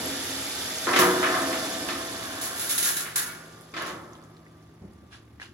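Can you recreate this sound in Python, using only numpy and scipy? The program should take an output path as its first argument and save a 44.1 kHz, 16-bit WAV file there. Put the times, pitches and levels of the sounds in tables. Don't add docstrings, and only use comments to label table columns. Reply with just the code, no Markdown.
import sys
import numpy as np
from scipy import signal
from scipy.fft import rfft, irfft, next_fast_len
from scipy.io import wavfile

SR = 44100
rng = np.random.default_rng(int(sys.argv[2]) if len(sys.argv) > 2 else 0)


def wrap_up_sound(samples):
    columns = np.atleast_2d(samples).T
    tamed = np.clip(columns, -1, 1)
    steps = np.round(tamed * 32767).astype(np.int16)
    wavfile.write(sys.argv[1], SR, steps)


N = 243873
T = np.arange(N) / SR
SIZE = next_fast_len(N)
BIN_HZ = np.maximum(np.arange(SIZE // 2 + 1) * SR / SIZE, 1)

# (frequency [Hz], share of power [0..1])
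DIRECT_SHARE = [(200, 0.24), (1000, 0.15), (2700, 0.4), (5000, 0.068), (8000, 1), (11000, 1), (15000, 0.53)]
# (frequency [Hz], correlation [-1..1])
PORT_LIKENESS = [(100, 0.97), (280, 0.96), (550, 0.47), (1200, 0.56), (2200, 0.97), (4000, 0.1),
                 (6000, -0.52), (9000, -0.47), (15000, -0.85)]
# (frequency [Hz], left minus right [dB])
LEFT_MINUS_RIGHT = [(1000, 0), (2000, 0.7), (4000, -4), (8000, -0.5)]
PORT_LAG_MS = 0.1768
CUTOFF_HZ = 15900

# (frequency [Hz], density [dB per Hz])
RUMBLE_COLOUR = [(25, -40.5), (45, -30), (70, 8.5), (110, 8.5), (160, 0), (230, 2), (350, 5), (480, -17),
                 (1200, -15), (2500, -19.5), (8000, -33)]
# (time [s], level [dB])
RUMBLE_LEVEL = [(0, -45), (.8, -52.5), (2, -50.5), (3.1, -55), (3.65, -61), (3.9, -51), (4.3, -56.5),
                (5.53, -54)]
# (level driving the hoist [dB], level at idle [dB])
FIRING_ORDERS = [(-78, -76), (-70, -61.5), (-61.5, -64)]
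FIRING_HZ = 37.55
# (frequency [Hz], relative level [dB], easing as the bed empties [dB per s])
PUMP_TONES = [(161.5, 0, 1), (368, 1, 7)]
PUMP_START_S, PUMP_RISE_S, PUMP_DB = 2.6, 0.22, -55
HOIST_STOP_S, HOIST_FADE_S = 4.8, 0.079

# (time [s], level [dB], rise [s], hold [s], t60 [s])
THUDS = [(4.81, -42, .012, 0.03, 0.22), (4.884, -50, .008, 0.011, 0.25), (4.938, -52, 0.008, 0.02, 0.25),
         (5.015, -53.5, .006, .012, 0.35)]
# (frequency [Hz], density [dB per Hz])
THUD_COLOUR = [(30, -22), (60, -7), (87, 5.5), (125, -13), (195, 5), (270, -9.5), (420, -10), (700, -23),
               (2000, -39), (8000, -80)]

# (time [s], level [dB], hold [s], ring of the valve relative to the jet [dB])
AIR_PUFFS = [(2.411, -31, 0.05, -23.5), (2.557, -36.5, 0.03, -34), (2.594, -32.5, 0.14, -35),
             (2.693, -28, 0.035, -38), (2.778, -23.5, 0.0055, -27), (2.826, -27.5, 0.025, -27),
             (2.855, -27.5, 0.046, -11.5), (2.965, -29.5, 0.019, -21.5), (3.157, -20.5, 0.0082, -13)]
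AIR_RISE_S, AIR_T60_S = 0.0027, 0.39
# (frequency [Hz], width [Hz], level [dB])
VALVE_TONES = [(1110, 160, 2.5), (1590, 92, 5), (1683, 30, 3)]
# (frequency [Hz], density [dB per Hz])
JET_COLOUR = [(300, -34), (850, -23), (1150, -4.5), (2000, -1.5), (2400, -1.5), (3500, 2), (5500, 1),
              (8000, 7.5), (10500, 7), (13000, 0), (15800, 2)]
# (frequency [Hz], density [dB per Hz])
YARD_COLOUR = [(300, -9.5), (900, -3), (1200, 3.5), (1650, 7), (2600, -5.5), (5000, -11.5), (10000, -8),
               (15000, -36)]
# (frequency [Hz], width [Hz], height [dB])
YARD_PEAKS = [(1680, 88, 2.5)]
WALL_DELAY_S, WALL_DB, WALL_CUT_HZ = 0.134, -11.5, 2700

# (frequency [Hz], level [dB], t60 [s])
TANK_MODES = [(478, -8, 2.1), (1238, -4, 2.1), (1540, -2, 1.4), (1653, 0, 1.0), (1787, -10, 1.4),
              (2095, -5, .7)]
TANK_S, TANK_DB = 3.157, -46.5
# (frequency [Hz], level [dB], t60 [s])
EMPTY_BED_MODES = [(317.6, -7, 2.1), (350, -8, 2.1), (570.6, -14, 2.0), (1023, -12, 1.7), (1276, -10, 2.2),
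                   (1319, 0, 1.2), (4720, -8, .55)]
EMPTY_BED_S, EMPTY_BED_DB = 3.738, -40
MODE_WAVER_DB, MODE_WAVER_PER_S = 2.5, 4

# (time [s], level [dB], low edge [Hz], contact cut-off [Hz],
# ring of the tailgate [dB], ring of the side walls [dB])
BLOWS = [(0.87, -24.5, 180, 1750, -45.5, -49), (0.888, -28, 800, 1800, -33.5, -48),
         (0.932, -25.5, 170, 4100, -42.5, -52), (0.961, -22.5, 150, 5840, -39, -47),
         (0.989, -23.5, 80, 10500, -26.5, -29.5), (1.023, -30, 200, 1700, -26.5, -43),
         (1.113, -35, 250, 900, -39, -49.5), (1.229, -24.5, 700, 2350, -48, -31),
         (1.241, -25.5, 1750, 2880, -52, -31.5), (1.279, -31, 220, 700, -40, -45),
         (1.307, -32, 1400, 2300, -58, -43), (1.341, -25, 800, 1600, -57, -34.5),
         (1.528, -33, 800, 3960, -58, -54), (1.887, -33, 900, 5000, -44, -43),
         (3.057, -38.5, 1500, 3300, -68, -70), (3.739, -40.5, 1050, 4370, -66, -65),
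         (3.766, -36, 600, 4700, -61, -69), (3.789, -39.5, 200, 2000, -62, -69),
         (3.815, -35.5, 88, 2000, -50.5, -61.5), (3.862, -42.5, 80, 8000, -61, -66)]
CONTACT_SLOPE = 6.9
LOW_SLOPE = 7
# (frequency [Hz], density [dB per Hz])
STEEL_COLOUR = [(40, -44), (80, -3.5), (160, -8.5), (310, -12), (520, -3), (800, -5), (1200, -1.5),
                (1700, -1.5), (2600, -4), (5000, -9), (10000, -5), (15000, -3)]
# (frequency [Hz], t60 [s])
STEEL_T60 = [(80, 1.8), (300, 1.2), (1200, 1.07), (2500, 0.44), (5000, 0.49), (12000, 0.51)]
# (frequency [Hz], width [Hz], height [dB])
STEEL_PEAKS = [(351, 54, 14.5), (1060, 73, 6), (1227, 40, 3.5), (1730, 35, 7.5), (2070, 50, 3)]
# (frequency [Hz], level [dB], t60 [s])
GATE_MODES = [(181.8, -10.5, 1.58), (306, -7.5, 2.6), (336, -6, 2.54), (362.5, 3.5, 1.22),
              (481.3, -3.5, 1.2), (644.3, -9, 2.9), (750, -10, 0.85), (973, -4, 0.9), (1080, -7.5, 0.7),
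              (1222, -9, 1.2), (1415, -12.5, 1.9), (1478, -3.5, 0.9), (1620, -3, 0.76), (1768, -16, 1.2),
              (2457, -25, 0.6)]
# (frequency [Hz], level [dB], t60 [s])
WALL_MODES = [(512, -11.5, 3.1), (658.4, -6, 4.03), (735.5, -12, 5.1), (855, -14.5, 1.8),
              (1057, -17.5, 6.6), (1090, -3, 0.55), (1174, -20, 11), (1222, 3, 0.68), (1310, -10, 1.8),
              (1465, -14.5, 2.5), (1529, -11.5, 1.5), (1700, -10.5, 2.5), (1773, -5.5, 2.2)]

# (time [s], level [dB], rise [s], hold [s], t60 [s])
SKITTER = (1.75, -42, 0.5, 0.32, 1.1)
# (frequency [Hz], width [Hz], level [dB])
BARE_FLOOR_TONES = [(1044, 81, -1.5), (1140, 55, -5.5), (1350, 210, -1), (1640, 150, 1.5)]
# (frequency [Hz], density [dB per Hz])
BED_COLOUR = [(40, -20), (90, -16.5), (200, -3), (280, 0.5), (420, -3.5), (640, -6), (1000, -11.5),
              (2000, -17), (5000, -49)]
# (frequency [Hz], width [Hz], level [dB])
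BED_TONES = [(274, 6, 0), (361, 10, -13), (395, 10, -11), (484, 8, -11), (509, 8, -9), (635, 12, -7),
             (730, 8, -11), (895, 10, -13)]
# (time [s], level [dB], rise [s], hold [s], t60 [s])
SURGES = [(0, -34, 0.0019, 0.029, 1.3), (0.847, -34, 0.12, .1, 9.9), (3.724, -41.5, 0.15, 0.026, 0.87)]
DRUM_DB = -7.5
PRESS_DB_PER_DB = 1.34

# (time [s], level [dB], rise [s], hold [s], t60 [s])
SLIDES = [(3.75, -39.5, 0.033, 0.11, 0.27), (5.102, -48.5, 0.036, 0.014, 0.25),
          (5.396, -45.5, 0.024, 0.015, 0.28)]
# (frequency [Hz], density [dB per Hz])
CRUNCH_COLOUR = [(600, -2), (1200, 2.5), (1650, 8), (2200, 0), (2800, 4), (5000, -2.5), (8000, -8),
                 (11000, -13.5), (15000, -48)]
# (time [s], click level [dB], pitch [Hz], t60 [s])
STONES = [(.058, -27.5, 11300, 0.03), (.784, -24, 6500, 0.017), (3.53, -47, 6640, .006),
          (3.611, -35, 10340, 0.0018), (3.719, -41, 6000, 0.0028), (3.823, -27, 11000, .003),
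          (4.133, -39, 6200, 0.0045), (4.153, -38.5, 3300, 0.007), (4.226, -46, 4600, .004),
          (4.239, -44, 6700, 0.0043), (4.368, -42.5, 3850, 0.0024), (4.465, -44.5, 1970, 0.026),
          (4.627, -48, 5458, 0.0013), (4.934, -49, 9000, .002), (5.128, -43, 1660, 0.028),
          (5.399, -30, 1850, 0.011), (5.417, -29.5, 1680, 0.032), (5.428, -31, 2700, .008),
          (5.457, -38, 3000, 0.0026)]
# (frequency [Hz], density [dB per Hz])
COBBLE_COLOUR = [(600, -12.5), (1200, -2), (2000, -2), (3500, 1), (6000, -1), (12000, -13.5)]
COBBLE_DB = -8
# (time [s], level [dB])
FLOW = [(0, -33.5), (1.5, -32), (2.1, -37), (2.7, -39), (3.5, -55), (4.4, -69.5), (5.53, -76)]
FULL_FLOW_DB = -33.5
SPILL_DB = -14.5
# (frequency [Hz], density [dB per Hz])
CLATTER_COLOUR = [(600, -1.5), (1100, -5.5), (1700, -1), (2400, -4), (3400, 0.5), (4500, -3), (6200, -4),
                  (8000, -1.5), (11000, -6.5), (15500, -14.5)]


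def from_db(db):
    return 10 ** (np.asarray(db) / 20)


def add_db(*levels):
    return 10 * np.log10(sum(from_db(db) ** 2 for db in levels))


def rms_one(x):
    return x / np.sqrt(np.mean(x ** 2) + 1e-20)


def in_time(rows):
    times, levels = np.transpose(rows)
    return np.interp(T, times, levels)


def at_hz(points, hz):
    table_hz, values = np.transpose(points)
    return np.interp(np.log(hz), np.log(table_hz), values)


def drift(rate):
    r = np.exp(-80 * np.pi * rate / SR)
    noise = rng.standard_normal(N // 40 + 2002)
    slow = signal.lfilter([1], [1, -2 * r, r * r], noise)[2000:]
    return np.interp(np.arange(N) / 40, np.arange(len(slow)), rms_one(slow))


def impulses(times, sizes):
    out = np.zeros(N)
    samples = np.round(np.asarray(times) * SR).astype(int)
    out[np.clip(samples, 0, N - 1)] = sizes
    return out


def swell(s, db, rise, hold, t60):
    rising = np.clip((T - s) / max(rise, 1e-3), 0, 1)
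    fall_db = 60 * np.clip((T - s - rise - hold) / t60, 0, 2)
    return rising * from_db(db - fall_db)


def die_away(power, t60):
    return signal.lfilter([1], [1, -from_db(-120 / (t60 * SR))], power + 1e-18)


def resonate(x, hz, width_hz):
    r = np.exp(-np.pi * width_hz / SR)
    feed = np.array([1, 0, -1]) * (1 - r * r) / 2
    return signal.lfilter(feed, [1, -2 * r * np.cos(2 * np.pi * hz / SR), r * r], x + 1e-18)


def noise_tones(rows):
    return sum(from_db(db) * rms_one(resonate(rng.standard_normal(N), hz, width)) for hz, width, db in rows)


def ring(clicks, hz, t60):
    r, w = from_db(-60 / (t60 * SR)), 2 * np.pi * hz / SR
    return signal.lfilter([0, np.sin(w)], [1, -2 * r * np.cos(w), r * r], clicks + 1e-18)


def hum(hz, wander, waver_db, per_s=5.5):
    phase = np.cumsum(hz * (1 + wander * drift(3.0))) / SR + rng.random()
    return rms_one(np.sin(2 * np.pi * phase) * from_db(waver_db * drift(per_s)))


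def ringing_plate(modes, times, ring_db):
    energy = impulses(times, from_db(ring_db) ** 2)
    out = 0
    for hz, db, t60 in modes:
        tone = hum(hz, wander=0.002, waver_db=MODE_WAVER_DB, per_s=MODE_WAVER_PER_S)
        out = out + from_db(db) * np.sqrt(die_away(energy, t60) / 2) * tone
    return out


def port_lag():
    return np.exp(-2j * np.pi * BIN_HZ * PORT_LAG_MS / 1000 * np.array([[1], [0]]))


def from_truck(x):
    return irfft(rfft(x, SIZE) * port_lag(), SIZE)[:, :N]


def field(spectrum, raw=None, ripple_db=0, ripple_hz=30, peaks=()):
    direct, mid, side = rfft(rng.standard_normal((3, N)) if raw is None else raw, SIZE)
    share = np.clip(at_hz(DIRECT_SHARE, BIN_HZ), 0, 1)
    alike = np.clip(at_hz(PORT_LIKENESS, BIN_HZ), -1, 1)
    scattered = np.sqrt((1 + alike) / 2) * mid + np.sqrt((1 - alike) / 2) * side * [[1], [-1]]
    both = np.sqrt(share) * direct * port_lag() + np.sqrt(1 - share) * scattered
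    ripple = np.interp(BIN_HZ / ripple_hz, np.arange(4000), rng.standard_normal(4000))
    ripple = ripple * np.minimum(BIN_HZ / 1000, 1)
    humps = sum(db / (1 + (2 * (BIN_HZ - hz) / width) ** 2) for hz, width, db in peaks)
    balance = at_hz(LEFT_MINUS_RIGHT, BIN_HZ) * np.array([[0.5], [-0.5]])
    colour_db = at_hz(spectrum, BIN_HZ) + ripple_db * ripple + humps + balance
    return rms_one(irfft(both * from_db(colour_db), SIZE)[:, :N])


def collisions(per_s, spread_db, sharpness, count=26):
    at = np.flatnonzero(rng.random(N) < per_s / SR)
    strength_db = spread_db * np.minimum(rng.exponential(1, N), 5)
    sizes = from_db(strength_db)[at] * rng.choice([-1, 1], N)[at]
    dealt = rng.integers(0, count, N)[at]
    knocks = 0
    for k, hz in enumerate(np.geomspace(650, 15000, count)):
        knocks = knocks + resonate(impulses(T[at], sizes * (dealt == k)), hz, hz / sharpness)
    return knocks / np.sqrt(per_s)


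def engine(throb=0.24):
    throbbing = 1 + throb * np.sin(2 * np.pi * FIRING_HZ * T)
    rumble = from_db(in_time(RUMBLE_LEVEL)) * field(RUMBLE_COLOUR) * throbbing
    load = np.clip(1 - (T - HOIST_STOP_S) / HOIST_FADE_S, 0, 1)
    orders = 0
    for order, (loaded_db, idle_db) in enumerate(FIRING_ORDERS, 1):
        tone = hum(order * FIRING_HZ, wander=0.0064, waver_db=4.0)
        orders = orders + from_db(idle_db + load * (loaded_db - idle_db)) * tone
    since_start = T - PUMP_START_S
    pumping = load * np.clip(since_start / PUMP_RISE_S, 0, 1) * from_db(PUMP_DB)
    pump = sum(from_db(db - ease * since_start) * hum(hz, wander=0.002, waver_db=0.7)
               for hz, db, ease in PUMP_TONES)
    return rumble + orders + pumping * pump


def hoist_stop():
    return field(THUD_COLOUR) * sum(swell(*row) for row in THUDS)


def air_brakes(echo_db=-11, echo_t60=0.92, flutter_db=1.0):
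    puffs = [swell(s, db, AIR_RISE_S, hold, AIR_T60_S) for s, db, hold, ring_db in AIR_PUFFS]
    ringing = sum(puff * from_db(row[-1]) for puff, row in zip(puffs, AIR_PUFFS))
    valve = from_truck(ringing * rms_one(noise_tones(VALVE_TONES)))
    hiss = field(JET_COLOUR, ripple_db=2.8, ripple_hz=36)
    jet = sum(puffs) * hiss * from_db(flutter_db * drift(50)) + valve
    late = np.array([np.interp(T - WALL_DELAY_S, T, port, left=0) for port in jet])
    wall = signal.sosfilt(signal.butter(2, WALL_CUT_HZ, fs=SR, output="sos"), late + 1e-18)
    lingering = die_away(sum(puff ** 2 for puff in puffs), echo_t60) * np.log(1e6) / (echo_t60 * SR)
    yard = np.sqrt(lingering) * field(YARD_COLOUR, ripple_db=6.0, ripple_hz=20, peaks=YARD_PEAKS)
    return jet + from_db(WALL_DB) * wall + from_db(echo_db) * yard


def lingering_steel():
    tank = ringing_plate(TANK_MODES, [TANK_S], TANK_DB)
    empty_bed = ringing_plate(EMPTY_BED_MODES, [EMPTY_BED_S], EMPTY_BED_DB)
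    return from_truck(tank + empty_bed)


def tailgate(crash_t60=0.37, crash_db=8.5, tail_db=6.5, count=20):
    s, level_db, low_hz, cut_hz, gate_db, walls_db = np.transpose(BLOWS)
    dense = rfft(field(STEEL_COLOUR, ripple_db=3.5, ripple_hz=14, peaks=STEEL_PEAKS), SIZE)
    centres = np.geomspace(60, 14000, count)
    out = 0
    for hz, pick in zip(centres, np.eye(count)):
        band = irfft(dense * np.interp(np.log(BIN_HZ), np.log(centres), pick), SIZE)[:, :N]
        softness = 1 + (hz / cut_hz) ** CONTACT_SLOPE
        lightness = 1 + (low_hz / hz) ** LOW_SLOPE
        power = impulses(s, from_db(level_db) ** 2 / softness / lightness)
        crash = from_db(crash_db) ** 2 * die_away(power, crash_t60)
        tail = from_db(tail_db) ** 2 * die_away(power, at_hz(STEEL_T60, hz))
        out = out + band * np.sqrt(crash + tail)
    return out + from_truck(ringing_plate(GATE_MODES, s, gate_db) + ringing_plate(WALL_MODES, s, walls_db))


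def skitter():
    return from_truck(swell(*SKITTER) * rms_one(noise_tones(BARE_FLOOR_TONES)))


def steel_bed(level_db, flow_db, tones_db=-5.0, drum_db=-3.5):
    press_db = PRESS_DB_PER_DB * (flow_db - FULL_FLOW_DB)
    panels = rms_one(from_truck(noise_tones(BED_TONES)))
    drumming = from_db(drum_db) * field(BED_COLOUR)
    return from_db(level_db) * (drumming + from_db(tones_db + press_db) * panels)


def slides():
    raw = np.array([collisions(per_s=4600, spread_db=1.5, sharpness=9.7, count=18)
                    for path in ("direct", "mid", "side")])
    return field(CRUNCH_COLOUR, raw) * sum(swell(*row) for row in SLIDES)


def single_stones(scatter_db=-20, scatter_t60=0.13, sharpness=3.9):
    clicks, grit, hiss = 0, 0, rng.standard_normal((2, N))
    for s, db, hz, t60 in STONES:
        touch = impulses([s], from_db(db))
        clicks = clicks + ring(touch, hz, t60)
        stirred = rms_one(resonate(hiss, hz, hz / sharpness))
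        grit = grit + np.sqrt(die_away(touch ** 2, scatter_t60)) * stirred
    return from_truck(clicks) + from_db(scatter_db) * grit


def cobbles(flow_db):
    knocks = collisions(per_s=520, spread_db=0.8, sharpness=9.0, count=23)
    raw = np.array([np.interp(T - delay_s, T, knocks, left=0) for delay_s in (0, 0.004, 0.009)])
    return from_db(flow_db + COBBLE_DB) * field(COBBLE_COLOUR, raw)


def pouring_rock(level_db, full_per_s=14000, full_db=-35):
    per_s = full_per_s * from_db((level_db - full_db) / 2)
    raw = np.array([collisions(per_s, spread_db=-0.5, sharpness=6.0) for path in ("direct", "mid", "side")])
    clatter = field(CLATTER_COLOUR, raw, ripple_db=3.5, ripple_hz=35.03)
    return from_db(level_db + 0.29 * drift(24)) * clatter


def scene():
    flow_db = in_time(FLOW)
    surge_db = 20 * np.log10(sum(swell(*row) for row in SURGES) + 1e-9)
    background = engine() + hoist_stop() + air_brakes()
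    bed = steel_bed(add_db(flow_db + DRUM_DB, surge_db), flow_db)
    steel = lingering_steel() + tailgate() + skitter() + bed
    stream = cobbles(flow_db) + pouring_rock(add_db(flow_db, surge_db + SPILL_DB))
    rock = slides() + single_stones() + stream
    return background + steel + rock


def record(dry):
    thin = signal.sosfilt(signal.butter(2, 30, "high", fs=SR, output="sos"), dry)
    return signal.sosfilt(signal.ellip(12, 0.1, 80, CUTOFF_HZ, fs=SR, output="sos"), thin)


dry = scene()
out = record(dry)
wrap_up_sound(out)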